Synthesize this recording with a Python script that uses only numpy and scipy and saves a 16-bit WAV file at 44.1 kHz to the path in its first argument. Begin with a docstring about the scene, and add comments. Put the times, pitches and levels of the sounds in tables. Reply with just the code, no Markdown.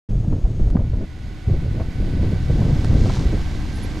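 """Paraglider lifting off a sandy slope.

Heard from a camera worn by the pilot, out in the wind: eddies rumble, flutter and thump right on the
microphone. An airy rush with faint whistles grows on the right, over a low drone and a faint hiss.
A line's length away the wing fills and rises, its creases rustling and its slack folds flapping.
Close by, the gear ticks twice and the lines give two thin squeaks as they take the load."""
import sys
import numpy as np
from scipy import signal
from scipy.fft import rfft, irfft
from scipy.io import wavfile
from scipy.ndimage import uniform_filter1d

SR = 44100
rng = np.random.default_rng(int(sys.argv[2]) if len(sys.argv) > 2 else 0)


def int16_out(signal):
    """Quantize to a 16-bit WAV file."""
    q = np.round(np.clip(np.atleast_2d(signal).T, -1, 1) * 32767)
    wavfile.write(sys.argv[1], SR, q.astype(np.int16))


N = 176400

# strong single eddies that thump the microphone (time [s], frequency [Hz], relative level [dB])
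EDDIES = [(0.285, 115, -7), (0.45, 42, -6), (0.618, 58, -7.5), (.677, 70, -9), (0.758, 175, -3.5),
          (.794, 79, -9.5), (.943, 75, -9), (1.48, 79, -7), (1.518, 100, -9), (1.686, 88, -13),
          (1.805, 190, -16), (2.2, 95, -8.5), (2.336, 135, -10), (2.505, 120, -7.5), (2.611, 115, -7),
          (2.63, 115, -8.5), (2.735, 110, -5.5), (2.795, 79, -9.5), (2.904, 85, -5), (2.988, 79, -8.5),
          (3.02, 55, -6), (3.061, 130, -9.5), (3.189, 110, -10.5), (3.27, 60, -6.5), (3.312, 85, -9.5),
          (3.342, 150, -11.5)]
# swell of the airy rush and the drone (time [s], level [dB])
RUSH_SWELL = [(0, -96), (.6, -57), (.95, -50.5), (1.5, -46.5), (2, -44), (2.5, -42), (3, -41)]
# swell of the cloth sounds as the wing rises (time [s], level [dB])
WING_SWELL = [(0, -66), (2.2, -57.5), (2.6, -50), (2.97, -45.5), (3.08, -41.5), (3.16, -40), (3.22, -45),
              (3.35, -48.5)]


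def undb(db):
    """Decibels to gain."""
    return 10 ** (np.asarray(db) / 20)


def unit(x):
    """Scale to rms 1."""
    return x / np.sqrt(np.mean(x ** 2) + 1e-20)


def clock():
    """Time of every sample, in seconds."""
    return np.arange(N) / SR


def curve(table, column=1):
    """One column of a table, joined by straight lines in time."""
    rows = np.array(table, float)
    return np.interp(clock(), rows[:, 0], rows[:, column])


def noise():
    """White noise."""
    return rng.standard_normal(N)


def impulses(per_s):
    """Clicks of either sign at random moments."""
    return (rng.random(N) < per_s / SR) * np.sign(noise())


def gains(spectrum):
    """Gain of every frequency bin from (frequency [Hz], level [dB]) points."""
    rows = np.array(spectrum, float)
    bin_hz = np.arange(N // 2 + 1) * SR / N
    return undb(np.interp(np.log(bin_hz + 1), np.log(rows[:, 0]), rows[:, 1]))


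def colour(x, spectrum):
    """Filter x by a spectrum and scale it to rms 1."""
    return unit(irfft(rfft(x) * gains(spectrum), N))


def noisy_tone(hz, width_hz):
    """A narrow band of noise whose centre may move."""
    bin_hz = np.arange(N // 2 + 1) * SR / N
    a, b = (unit(irfft(rfft(noise()) / (1 + (bin_hz / width_hz) ** 2), N)) for _ in range(2))
    phase = 2 * np.pi * np.cumsum(hz * np.ones(N)) / SR
    return a * np.cos(phase) + b * np.sin(phase)


def wander(per_s):
    """Glides between random values, at rms 1."""
    hold = int(SR / per_s)
    return unit(uniform_filter1d(noise()[np.arange(N) // hold], hold))


def bell(at, half_s):
    """A smooth swell and fade around a moment."""
    return np.exp(-.5 * ((clock() - at) / half_s) ** 2)


def burst(at, attack_s, decay_s):
    """A straight rise under an exponential decay."""
    age = clock() - at
    return np.clip(age / attack_s, 0, 1) * np.exp(-np.abs(age) / decay_s)


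def stereo(mid, side):
    """Left and right from middle and side."""
    return np.array([mid + side, mid - side])


def even(x, span_s=0.036):
    """Even out the slow chance swells of a noise."""
    span = int(span_s * SR)
    return x / np.sqrt(uniform_filter1d(uniform_filter1d(x ** 2, span), span) + 1e-9)


def wind():
    """Wind on the microphone: large eddies rumble, and small ones flutter on their pressure peaks."""
    # gusts (time [s], relative rumble level [dB], relative flutter level [dB])
    gusts = [(.09, -23, -34.5), (.15, -16, -29.5), (.24, -23.5, -33), (.33, -18, -25.5),
             (.40, -28.5, -35.5), (.47, -22, -29.5), (.56, -26.5, -37.5), (.62, -10, -30.5),
             (.72, -18, -31), (.79, -18.5, -26), (.88, -22.5, -37), (.94, -19.5, -35), (1.04, -25.5, -32),
             (1.08, -38.5, -53), (1.28, -30.5, -40.5), (1.44, -38.5, -48.5), (1.49, -12.5, -22),
             (1.55, -18, -31.5), (1.6, -24.5, -35.5), (1.82, -21, -32), (1.94, -31, -39.5),
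             (2, -18.5, -30.5), (2.12, -24, -31), (2.22, -18, -25), (2.34, -25, -29.5), (2.38, -23, -36),
             (2.48, -19.5, -36.5), (2.52, -17.5, -26.5), (2.62, -19.5, -22), (2.78, -18, -26),
             (2.83, -23, -29), (2.91, -15, -23), (3.06, -14, -24), (3.14, -25.5, -29.5), (3.2, -23.5, -27),
             (3.33, -18, -26), (3.42, -24, -36.5), (4, -30, -35.5)]
    # large eddies (frequency [Hz], level [dB])
    rumble_spectrum = [(12, -4), (22, -3), (32, 2.5), (50, -3), (75, -5.5), (110, -6.5), (160, -14),
                       (240, -34), (500, -57), (3000, -120)]
    # small eddies (frequency [Hz], level [dB])
    flutter_spectrum = [(70, -11.5), (130, 2.5), (200, -0.5), (300, -7), (450, -15), (650, -21.5),
                        (950, -34.5), (1500, -44.5), (3000, -67), (14000, -88)]
    rumble_db, flutter_db, swept_share = 2, 3, .55
    rumble = even(colour(noise(), rumble_spectrum))
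    peaks = (np.abs(rumble) + 0.43) ** 0.52 * undb(wander(per_s=70))
    flutter = even(colour(noise(), flutter_spectrum) * peaks)
    flutter = unit(flutter * undb(wander(per_s=21)))  # short shoves
    # each strong eddy sweeps aside part of the rumble, and less of the flutter
    remaining = np.prod([1 - swept_share * bell(at, 1 / hz) for at, hz, _ in EDDIES], axis=0)
    rumble *= remaining * undb(curve(gusts) + rumble_db)
    flutter *= np.sqrt(remaining) * undb(curve(gusts, column=2) + flutter_db)
    return rumble + flutter


def buffets():
    """Each strong eddy sucks and then pushes on the diaphragm; the strongest gusts tear into flurries."""
    # short tearing flurries (time [s], decay [s], upper edge [Hz], level [dB])
    flurries = [(0.325, 0.0062, 750, -21), (0.449, 0.013, 690, -29.5), (.595, 0.0098, 513, -22.5),
                (0.671, 0.0077, 700, -28), (0.751, 0.0089, 800, -24), (0.766, 0.0039, 1350, -21),
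                (.788, 0.018, 785, -27), (0.929, 0.012, 790, -29.5), (1.497, 0.008, 580, -25),
                (1.539, 0.0042, 520, -23), (1.797, 0.016, 656, -21), (1.814, 0.0048, 790, -20.5),
                (2.229, 0.017, 580, -23.5), (2.318, 0.016, 470, -22.5), (2.497, 0.008, 600, -20),
                (2.615, 0.01, 700, -22.5), (3.055, 0.008, 810, -18.5), (3.096, 0.006, 1090, -20.5),
                (3.326, 0.017, 584, -22)]
    half_cycles, thump_db = 0.38, .5
    t, out = clock(), np.zeros(N)
    for at, hz, db in EDDIES:
        out += undb(db + thump_db) * np.sin(2 * np.pi * hz * (t - at)) * bell(at, half_cycles / hz)
    for at, decay_s, edge_hz, db in flurries:
        spectrum = [(edge_hz / 6, -7), (edge_hz / 2, 0), (edge_hz, -6), (2 * edge_hz, -28), (15000, -75)]
        tearing = even(colour(noise(), spectrum), span_s=0.024)
        out += undb(db) * burst(at, attack_s=0.0032, decay_s=decay_s) * tearing
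    return out


def rush():
    """Air rushes ever louder on the right, with a slowly rising whistle and fainter steady ones."""
    # rushing air (frequency [Hz], level [dB])
    air_spectrum = [(200, 14), (450, 2), (850, 3), (1250, 0.5), (1750, 2), (2300, -3.5), (2600, 0),
                    (4000, -3), (5100, -6), (5600, -13), (6600, -11.5), (8000, -16.5), (12700, -21),
                    (14000, -36), (16000, -48)]
    # its lean to the right (frequency [Hz], right over left [dB])
    balance = [(200, 12), (700, 10), (1300, 2), (2300, 4.5), (4400, 6.5), (8000, 1.5), (15000, 4.5)]
    # steady resonances (frequency [Hz], width [Hz], level against the rush [dB])
    resonances = [(1991, 94, -13), (2237, 106, -13)]
    whistle_hz, rise_hz_per_s, whistle_db = 1435, 35, -12
    side_db, tones_right_over_left_db = -9.5, 8.5
    air = stereo(colour(noise(), air_spectrum), undb(side_db) * colour(noise(), air_spectrum))
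    lean = np.sqrt(gains(balance))
    air = irfft(rfft(air) * np.array([1 / lean, lean]), N)
    tones = undb(whistle_db) * even(noisy_tone(whistle_hz + rise_hz_per_s * clock(), width_hz=30))
    for hz, width_hz, db in resonances:
        tones += undb(db) * noisy_tone(hz, width_hz)
    pan = undb(tones_right_over_left_db * np.array([[-.5], [.5]]))
    return (air + tones * pan) * undb(curve(RUSH_SWELL) + .5 * wander(per_s=25.24))


def cloth():
    """Thousands of tiny creases snap as the wing stretches."""
    # snapping creases (frequency [Hz], level [dB])
    crease_spectrum = [(400, -22), (1000, 4), (2500, -0.5), (4200, 3), (6300, -0.5), (8000, -8.5),
                       (10000, -18), (12500, -25), (14500, -47)]
    spread_db, side_db = 3.5, -15

    def creases():
        snaps = impulses(per_s=6000)
        strength = undb(spread_db * np.minimum(rng.exponential(size=N), 5))
        return colour(snaps * strength, crease_spectrum)
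    rustle = stereo(creases(), undb(side_db) * creases())
    return rustle * undb(curve(WING_SWELL) + 0.45 * wander(per_s=30))


def folds():
    """Slack folds flap at random moments, dull and ragged, as the wing rises."""
    # flapping folds (frequency [Hz], level [dB])
    flap_spectrum = [(80, -24.5), (800, -0.5), (1600, -11), (8000, -43)]
    return colour(impulses(per_s=70), flap_spectrum) * undb(curve(WING_SWELL) - 2)


def gear():
    """Close by: dry ticks, each a snap with a brief scrape, and rising squeaks as the lines take load."""
    # ticks of the gear (time [s], peak of the snap [dB])
    ticks = [(.7030, -24.5), (2.8464, -12)]
    # snap and scrape alike (frequency [Hz], level [dB])
    tick_spectrum = [(200, 19), (900, 16), (2500, -0.5), (5000, 0), (10000, -11), (12500, -24),
                     (15500, -62)]
    # line squeaks (time [s], half length [s], frequency [Hz], glide [Hz/s], width [Hz], level [dB])
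    squeaks = [(3.762, 0.018, 10100, 9900, 700, -53.5), (3.84, 0.0094, 10970, 30300, 160, -46.5)]
    scrape_s, scrape_db = 0.0023, -12.5
    t, out = clock(), np.zeros(N)
    for at, db in ticks:
        snap = colour(signal.unit_impulse(N, int(at * SR)), tick_spectrum)
        scrape = burst(at, scrape_s, scrape_s) * colour(noise(), tick_spectrum)
        out += undb(db) * (snap / snap.max() + undb(scrape_db) * scrape)
    for at, half_s, hz, glide, width_hz, db in squeaks:
        pitch_hz = hz + glide * np.clip(t - at, -2 * half_s, 2 * half_s)
        out += undb(db) * bell(at, half_s) * even(noisy_tone(pitch_hz, width_hz))
    return out


def drone():
    """A wide low drone, perhaps a far engine, swells with the rush over a diffuse rumble."""
    # tones of the drone (frequency [Hz], width [Hz], level against the rush [dB])
    partials = [(76.26, 8.2, 11), (302.1, 21, -0.5), (747, 7.3, -12)]
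    # rumble in opposite phase left and right (frequency [Hz], level [dB])
    diffuse_spectrum = [(15, 5), (40, 18), (90, 16), (150, -7), (300, -13), (500, -35), (900, -38.5)]
    side_db, diffuse_db = -13, 1.5

    def hum():
        return sum(undb(db) * even(noisy_tone(hz, width_hz)) for hz, width_hz, db in partials)
    mid = hum()
    side = undb(side_db) * hum() + undb(diffuse_db) * colour(noise(), diffuse_spectrum)
    return stereo(mid, side) * undb(curve(RUSH_SWELL))


def hiss():
    """A faint centred hiss that steps down just after the first tick."""
    # background hiss (frequency [Hz], level [dB])
    hiss_spectrum = [(300, 9), (1200, 1.5), (3000, -2.5), (6100, -9.5), (6550, -2.5), (7100, -11.5),
                     (9000, -14.5), (10500, -23.5), (13000, -21), (15000, -56)]
    opening_db, drop_at_s, drop_db = -51, .71, 8
    return colour(noise(), hiss_spectrum) * undb(opening_db - drop_db * (clock() > drop_at_s))


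def scene():
    """At the pilot's position: wind on the microphone over the sounds of the wing and a low drone."""
    return wind() + buffets() + rush() + drone() + cloth() + folds() + hiss() + gear()


def record(dry):
    """The body-worn camera: the sound cuts in and out abruptly and loses its highest treble."""
    start_s, fade_s, top_hz = 0.0882, .004, 15600
    t = clock()
    gate = np.clip(np.minimum(t - start_s, t[-1] - t) / fade_s, 0, 1)
    lowpass = signal.ellip(8, .2, 70, top_hz, fs=SR, output="sos")
    return signal.sosfilt(lowpass, dry * gate)


dry = scene()
out = record(dry)
int16_out(out)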